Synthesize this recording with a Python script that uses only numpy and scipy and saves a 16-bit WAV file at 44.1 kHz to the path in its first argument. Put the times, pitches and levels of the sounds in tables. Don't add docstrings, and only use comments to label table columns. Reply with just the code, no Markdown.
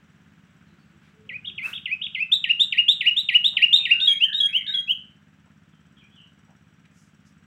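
import sys
import numpy as np
from scipy import signal
from scipy.fft import rfft, irfft
from scipy.io import wavfile
from scipy.ndimage import uniform_filter1d, minimum_filter1d, map_coordinates

SR = 44100
rng = np.random.default_rng(int(sys.argv[2]) if len(sys.argv) > 2 else 0)


def log_audio(samples):
    frames = np.atleast_2d(samples).T
    limited = np.clip(frames, -1, 1)
    pcm = np.round(limited * 32767).astype(np.int16)
    wavfile.write(sys.argv[1], SR, pcm)


N = 328972


# start_s, syllable, level_db, pitch_factor, length_factor
PHRASE = [ (1.29, "scoop", -24.5, .985, .86), (1.444, "arch", -31, 1.0, 1.04),
          (1.577, "scoop", -20, 1.035, 1.02), (1.727, "arch", -30, 1.0, .99),
          (1.855, "scoop", -19, 1.01, 1.026), (2.012, "arch", -26.5, 1.0, 1.03),
          (2.146, "scoop", -16, 1.035, 1.0), (2.315, "rise", -10, 1.0, .93),
          (2.439, "swoop", -12, .98, .96), (2.593, "rise", -9.5, 1.008, 1.14),
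          (2.722, "swoop", -11.5, .99, 1.01), (2.880, "rise", -10.5, 1.007, 1.1),
          (3.006, "swoop", -8.5, 1.0, 1.01), (3.162, "rise", -10, 1.009, 1.04),
          (3.286, "swoop", -8, 1.01, 1.004), (3.441, "rise", -9, 1.011, 1.03),
          (3.567, "swoop", -8.5, .995, 1.0), (3.724, "rise", -9, 1.018, 1.21),
          (3.851, "swoop", -9, .985, 1.023), (3.997, "zip", -19, 1.0, 1.0), (4.008, "lift", -14, .995, 1.0),
          (4.070, "pipe", -12, .995, 1.0), (4.198, "slur", -12.5, 1.012, 1.03),
          (4.325, "zip", -22, 1.0, 1.1), (4.338, "lift", -17.5, .995, 1.0),
          (4.400, "pipe", -13.5, .995, 1.0), (4.524, "slur", -14, 1.015, 1.035),
          (4.661, "zip", -26, 1.0, 1.0), (4.672, "lift", -23, 1.005, 1.04),
          (4.737, "pipe", -19.5, 1.0, 1.0), (4.872, "slur", -16.5, 1.02, 1.034)]
# time_s, gain_db
TREBLE_CURVE = [(2.6, -5), (3.3, 0), (4.2, 1), (4.8, 8)]
# delay_s, gain_db
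WALL_ECHOES = [(.0052, -10), (0.0105, -16.5), (.021, -19), (.034, -19.5), (.047, -19)]

def near_bird(treble_hz=12500):
    t = np.arange(N) / SR
    voice = sing(PHRASE, waver=.0085, flutter_db=2.83)
    treble = signal.sosfiltfilt(signal.butter(6, treble_hz, "high", fs=SR, output="sos"), voice)
    voice += treble * (undb(np.interp(t, *np.transpose(TREBLE_CURVE))) - 1)
    tail = reverberation(voice, t60_s=.35, build_s=.008)
    absorption = [(4000, .5), (7500, 2), (10000, -4), (15000, -7)]
    out = voice + undb(-11) * colour(tail, absorption)
    for delay_s, gain_db in WALL_ECHOES:
        path_s = delay_s + .0002 * walk(N, 1.5)
        out += undb(gain_db) * map_coordinates(voice, [(t - path_s) * SR], order=3)
    return out


GESTURES = { "scoop": (.094, 3550, 1820, 2580, .009, .051, .021, .007, .011, 1, -5.5),
            "arch": (.059, 2600, 3600, 3520, .008, .035, .01, .006, .003, 0, -4),
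            "rise": (.048, 2400, 3540, 3930, .0035, .027, .012, .009, .005, -4, 3.5),
            "swoop": (.09, 3750, 1850, 2960, .0076, .057, .01, .005, .012, 3.5, -2.5),
            "zip": (.013, 2500, 3400, 4500, .003, .009, .003, .007, .003, 0, 0),
            "lift": (.064, 3400, 3740, 4060, .005, .057, .008, .01, .003, -2, 0),
            "pipe": (.076, 3000, 3400, 3280, .003, .022, .012, .009, .016, -6, 1.5),
            "slur": (.058, 2350, 2700, 3200, .011, .034, .015, .022, .014, 1, 2.5),
            "drop": (.092, 3500, 3000, 2900, .016, .08, .015, .014, .018, 0, -3)}

def sing(notes, waver, flutter_db, full_voice_db=-10, brighten=.4):
    out = np.zeros(N)
    for start_s, name, level_db, pitch, stretch in notes:
        effort_db = GESTURES[name][-1] + brighten * (level_db - full_voice_db)
        add(out, start_s, whistle(name, level_db, pitch, stretch, effort_db, waver, flutter_db))
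    return out


# frequency_hz, gain_db
BEAK_RESPONSE = [(3700, -26), (4600, -32), (5400, -43.5), (5900, -49), (6600, -37), (7600, -35),
                 (8700, -45.5), (9950, -21.5), (10700, -29.5), (11600, -31), (12800, -36.5), (14000, -31),
                 (15000, -22)]
# frequency_hz, gain_db
RASP_SPECTRUM = [(500, -22), (1500, -6), (3500, 2.5), (5200, 0.5), (6500, -6), (9000, -14), (11000, -7.5),
                 (13300, -13), (15000, 0.5)]

def whistle(name, level_db, pitch, stretch, effort_db, waver, flutter_db):
    size = int(GESTURES[name][0] * stretch * SR)
    t = np.arange(size) / SR / stretch
    base_hz, shape_db = gesture(name, t)
    glide_hz = base_hz * pitch
    scratch = .025 * np.exp(-t / .007) * walk(size, 900)
    pitch_hz = glide_hz * (1 + scratch + waver * walk(size, 350) + .004 * walk(size, 30))
    phase = 2 * np.pi * np.cumsum(pitch_hz) / SR
    tone = undb(shape_db) * np.sin(phase)
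    strain = np.clip((glide_hz - 3000) / 250, 0, 1)
    tone *= 1 + strain * undb(-40) * (np.sin(phase / 2) + undb(-14) * np.sin(1.5 * phase))
    brightness = undb(.39 * shape_db + effort_db - 8.4 * np.exp(-t / .026))
    for k, overtone_db in enumerate([1.5, -12, -23, -19, -27], start=2):
        flicker_db = 2.5 * walk(size, 220)
        blur = .45 * (k - 2) * walk(size, 1100)
        radiated = gain_at(k * pitch_hz, BEAK_RESPONSE) * (k * pitch_hz < SR / 2)
        tone += brightness * undb(overtone_db + flicker_db) * radiated * np.sin(k * phase + blur)
    rasp_gain = gain_at(np.fft.rfftfreq(size, 1 / SR), RASP_SPECTRUM)
    rasp = irfft(rfft(rng.standard_normal(size)) * rasp_gain, size)
    glide_hz_per_s = abs(np.gradient(glide_hz)) * SR
    tone += brightness * undb(-39) * (.05 + np.tanh(glide_hz_per_s / 60000)) * rasp
    return tone * undb(level_db + flutter_db * walk(size, 140)) * signal.windows.tukey(size, .06)


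FLICKS = {"swoop": 900, "arch": 1400}
WARBLES = {"arch": 280}
# frequency_hz, gain_db
THROAT_RESPONSE = [(1800, -25.5), (2000, -19), (2250, -14.5), (2480, -7), (2880, .5), (3400, 0),
                   (3720, -1.5), (3880, -10), (4100, -16)]
OPEN_THROAT = {"scoop": .7}

def gesture(name, t):
    length_s, start_hz, held_hz, end_hz, slide_s, turn_at_s, turning_s = GESTURES[name][:7]
    attack_s, release_s, swell_db = GESTURES[name][7:10]
    slide = (start_hz - held_hz) * np.exp(-t / slide_s)
    turn = (end_hz - held_hz) * (1 + np.tanh((t - turn_at_s) / turning_s)) / 2
    warble = WARBLES.get(name, 0) * np.cos(2 * np.pi * (t - .02) / .026)
    flick = FLICKS.get(name, 0) * np.exp((t - length_s) / .0045)
    pitch_hz = held_hz + slide + turn + warble - flick
    opening = np.clip(np.minimum(t / attack_s, (length_s - t) / release_s), .01, 1)
    throat = gain_at(pitch_hz, THROAT_RESPONSE) ** OPEN_THROAT.get(name, 1)
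    shape_db = 20 * np.log10(opening * throat) + swell_db * (t / length_s - .5)
    return pitch_hz, shape_db - .014 * warble


# start_s, syllable, level_db, pitch_factor, length_factor
FAR_CALLS = [ (.66, "drop", -71, 1.3, .5), (.78, "drop", -72, 1.45, .6), (3.785, "drop", -33, .85, .5),
             (3.93, "drop", -42, .51, .64), (4.04, "drop", -47, .62, .52), (4.075, "drop", -36, .75, .87),
             (4.245, "drop", -39.5, .57, 1.0), (4.39, "drop", -44.5, .55, .92),
             (4.47, "slur", -40, .76, .54), (4.55, "drop", -39.5, .72, .7), (4.66, "drop", -41.5, .54, .6),
             (4.675, "drop", -47, .68, .9), (5.72, "drop", -64, 1.03, .39),
             (5.967, "drop", -55.5, 1.01, .33), (6.005, "drop", -52, .8, .36),
             (6.09, "slur", -57, 1.14, 1.1), (6.153, "drop", -49, .97, .76)]
# start_s, length_s, pitch_hz, level_db
FAR_HOOTS = [(.64, .13, 345, -63), (.87, .12, 340, -64), (1.1, .24, 435, -58.5), (1.2, .16, 540, -62.5),
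             (1.38, .2, 370, -66)]

def far_birds():
    voice = sing(FAR_CALLS, waver=.04, flutter_db=3)
    for start_s, length_s, pitch_hz, level_db in FAR_HOOTS:
        size = int(length_s * SR)
        phase = 2 * np.pi * np.cumsum(pitch_hz * (1 + .03 * walk(size, 90))) / SR
        add(voice, start_s, undb(level_db) * np.hanning(size) * np.sin(phase))
    return undb(-6) * voice + reverberation(voice, t60_s=.4, build_s=.008)


# start_s, length_s, centre_hz, width_hz, level_db
NOISE_BURSTS = [ (0.998, 0.19, 2000, 1100, -65.5), (1.152, 0.81, 115, 35, -58.5),
                (3.27, .75, 700, 130, -68.5), (3.518, 0.075, 940, 700, -57), (3.548, 0.93, 270, 90, -62),
                (3.737, 0.13, 800, 600, -55), (5.454, 0.047, 600, 500, -64), (6.47, 0.094, 788, 163, -62.5),
                (6.85, 0.02, 2300, 500, -55.5), (6.918, 0.24, 6300, 1700, -67.5),
                (7.245, .09, 5800, 1600, -67.5)]
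# frequency_hz, gain_db
BRUSH_SPECTRUM = [(100, -25), (350, -13), (750, -15.5), (1450, 0), (2500, -9), (4500, -20), (9000, -21),
                  (15000, -24)]

def rustles(brush_start_s=1.62, brush_length_s=.17, brush_db=-43):
    out = np.zeros(N)
    for start_s, length_s, centre_hz, width_hz, level_db in NOISE_BURSTS:
        size = int(length_s * SR)
        hz = np.fft.rfftfreq(size, 1 / SR) + 1
        detuning = (hz - centre_hz ** 2 / hz) / (2 * width_hz)
        noise = irfft(rfft(rng.standard_normal(size)) / (1 + 1j * detuning) ** 2, size)
        add(out, start_s, swell(level(noise, level_db)))
    brush = colour(rng.standard_normal(N), BRUSH_SPECTRUM)[:int(brush_length_s * SR)]
    add(out, brush_start_s, swell(level(brush, brush_db)))
    return out + undb(-9.5) * reverberation(out, t60_s=.35, build_s=.006)


# frequency_hz, gain_db
THUD_SPECTRUM = [(25, -53), (50, -34.5), (66, -2), (84, -5.5), (103, -11), (135, -2), (170, -1), (205, 2.5),
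                 (228, -7), (275, -9), (310, -24.5), (400, -29.5), (700, -44), (2000, -82)]
CLATTER_SPECTRUM = [(300, -18), (600, -10), (950, -20.5), (1300, 1), (1620, 2.5), (1950, -7.5),
                    (3000, -7.5), (4300, -29), (9000, -34.5)]
TICK_SPECTRUM = [(4000, -28), (5400, -17.5), (5750, -0.5), (6100, -18), (7450, -17.5), (7850, -2),
                 (8250, -24), (12000, -35.5)]

def engine(firings_per_s=17.17, intake_delay_s=.0154):
    t = np.arange(N) / SR
    cycles = .535 + firings_per_s * t
    puffs = np.zeros(N)
    for firing_s in t[1:][np.diff(np.floor(cycles)) > 0]:
        exhaust_jitter, exhaust_spread, intake_jitter, intake_spread = rng.standard_normal(4)
        exhaust_s = firing_s + .00025 * exhaust_jitter
        intake_s = exhaust_s + intake_delay_s + .00038 * intake_jitter
        add(puffs, exhaust_s, undb([.8 * exhaust_spread]))
        add(puffs, intake_s, -undb([.74 * intake_spread]))
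    thud = colour(puffs, THUD_SPECTRUM)
    thud += undb(-15) * reverberation(thud, t60_s=.25, build_s=.01)
    age_s = cycles % 1 / firings_per_s
    ring = level(reverberation(puffs, t60_s=.1, build_s=.00093), -1.2)
    rattle = level(rng.standard_normal(N) * (np.exp(-age_s / .02) + .33), 0)
    clatter = colour(ring + rattle, CLATTER_SPECTRUM)
    valve_burst = np.exp(-((age_s - .016) / .005) ** 2)
    tick = colour(rng.standard_normal(N) * valve_burst, TICK_SPECTRUM)
    tick = tick * undb(2 * walk(N, 17)) + undb(-2) * reverberation(tick, t60_s=.2, build_s=.005)
    tick_db = np.interp(t, [5.5, 6.3], [-83, -79])
    return level(thud, -57) + level(clatter, -69) + level(tick, tick_db)


# frequency_hz, gain_db
AIR_SPECTRUM = [(20, -27), (48, -16), (75, 1.5), (150, 3.5), (300, -3.5), (500, -13), (900, -13),
                (1500, -9.5), (3200, -15.5), (4400, -26), (7500, -27), (9000, -37), (13500, -42.5),
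                (15300, -33.5)]

def air():
    noise = level(colour(rng.standard_normal(N), AIR_SPECTRUM), -62)
    fade_db = np.interp(np.arange(N) / SR, [1, 5.5], [1, -1])
    return noise * undb(.25 * walk(N, 2.5) + fade_db)


def reverberation(x, t60_s, build_s):
    t = np.arange(SR) / SR
    envelope = np.exp(-np.log(1000) * t / t60_s) * (1 - np.exp(-t / build_s))
    tail = rng.standard_normal(SR) * envelope
    for _ in range(3):
        flat = irfft(np.exp(1j * np.angle(rfft(tail))), SR)
        tail = flat * envelope / np.sqrt(uniform_filter1d(flat ** 2, SR // 100) + 1e-18)
    return signal.fftconvolve(x, tail / np.linalg.norm(tail))[:N]


def colour(x, spectrum):
    cepstrum = irfft(np.log(gain_at(np.fft.rfftfreq(N, 1 / SR), spectrum)), N)
    cepstrum[1:N // 2] *= 2
    cepstrum[N // 2 + 1:] = 0
    return irfft(rfft(x) * np.exp(rfft(cepstrum)), N)


def gain_at(hz, spectrum):
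    frequency_hz, gain_db = np.transpose(spectrum)
    return undb(np.interp(np.log(hz + 1), np.log(frequency_hz), gain_db))


def swell(x):
    return x * np.sin(np.pi * np.linspace(0, 1, len(x)) ** .65) ** 2


def walk(size, rate_hz):
    hold = max(int(SR / rate_hz), 1)
    steps = np.repeat(rng.standard_normal(size // hold + 1), hold)
    return uniform_filter1d(steps, hold)[:size]


def undb(db):
    return 10 ** (np.asarray(db) / 20)


def level(x, db):
    return x * undb(db) / np.sqrt(np.mean(x ** 2))


def add(track, start_s, sound):
    i = max(int(start_s * SR), 0)
    track[i:i + len(sound)] += sound[:max(N - i, 0)]


def scene():
    return (near_bird() + far_birds() + rustles() + engine() + air())[None]


def record(dry, ceiling_db=-4.5, cutoff_hz=15750):
    allowed_gain = np.minimum(1, undb(ceiling_db) / (abs(dry) + 1e-9))
    gain = uniform_filter1d(minimum_filter1d(allowed_gain, size=400), size=400)
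    return signal.sosfilt(signal.ellip(10, .2, 80, cutoff_hz, fs=SR, output="sos"), dry * gain)


dry = scene()
out = record(dry)
log_audio(out)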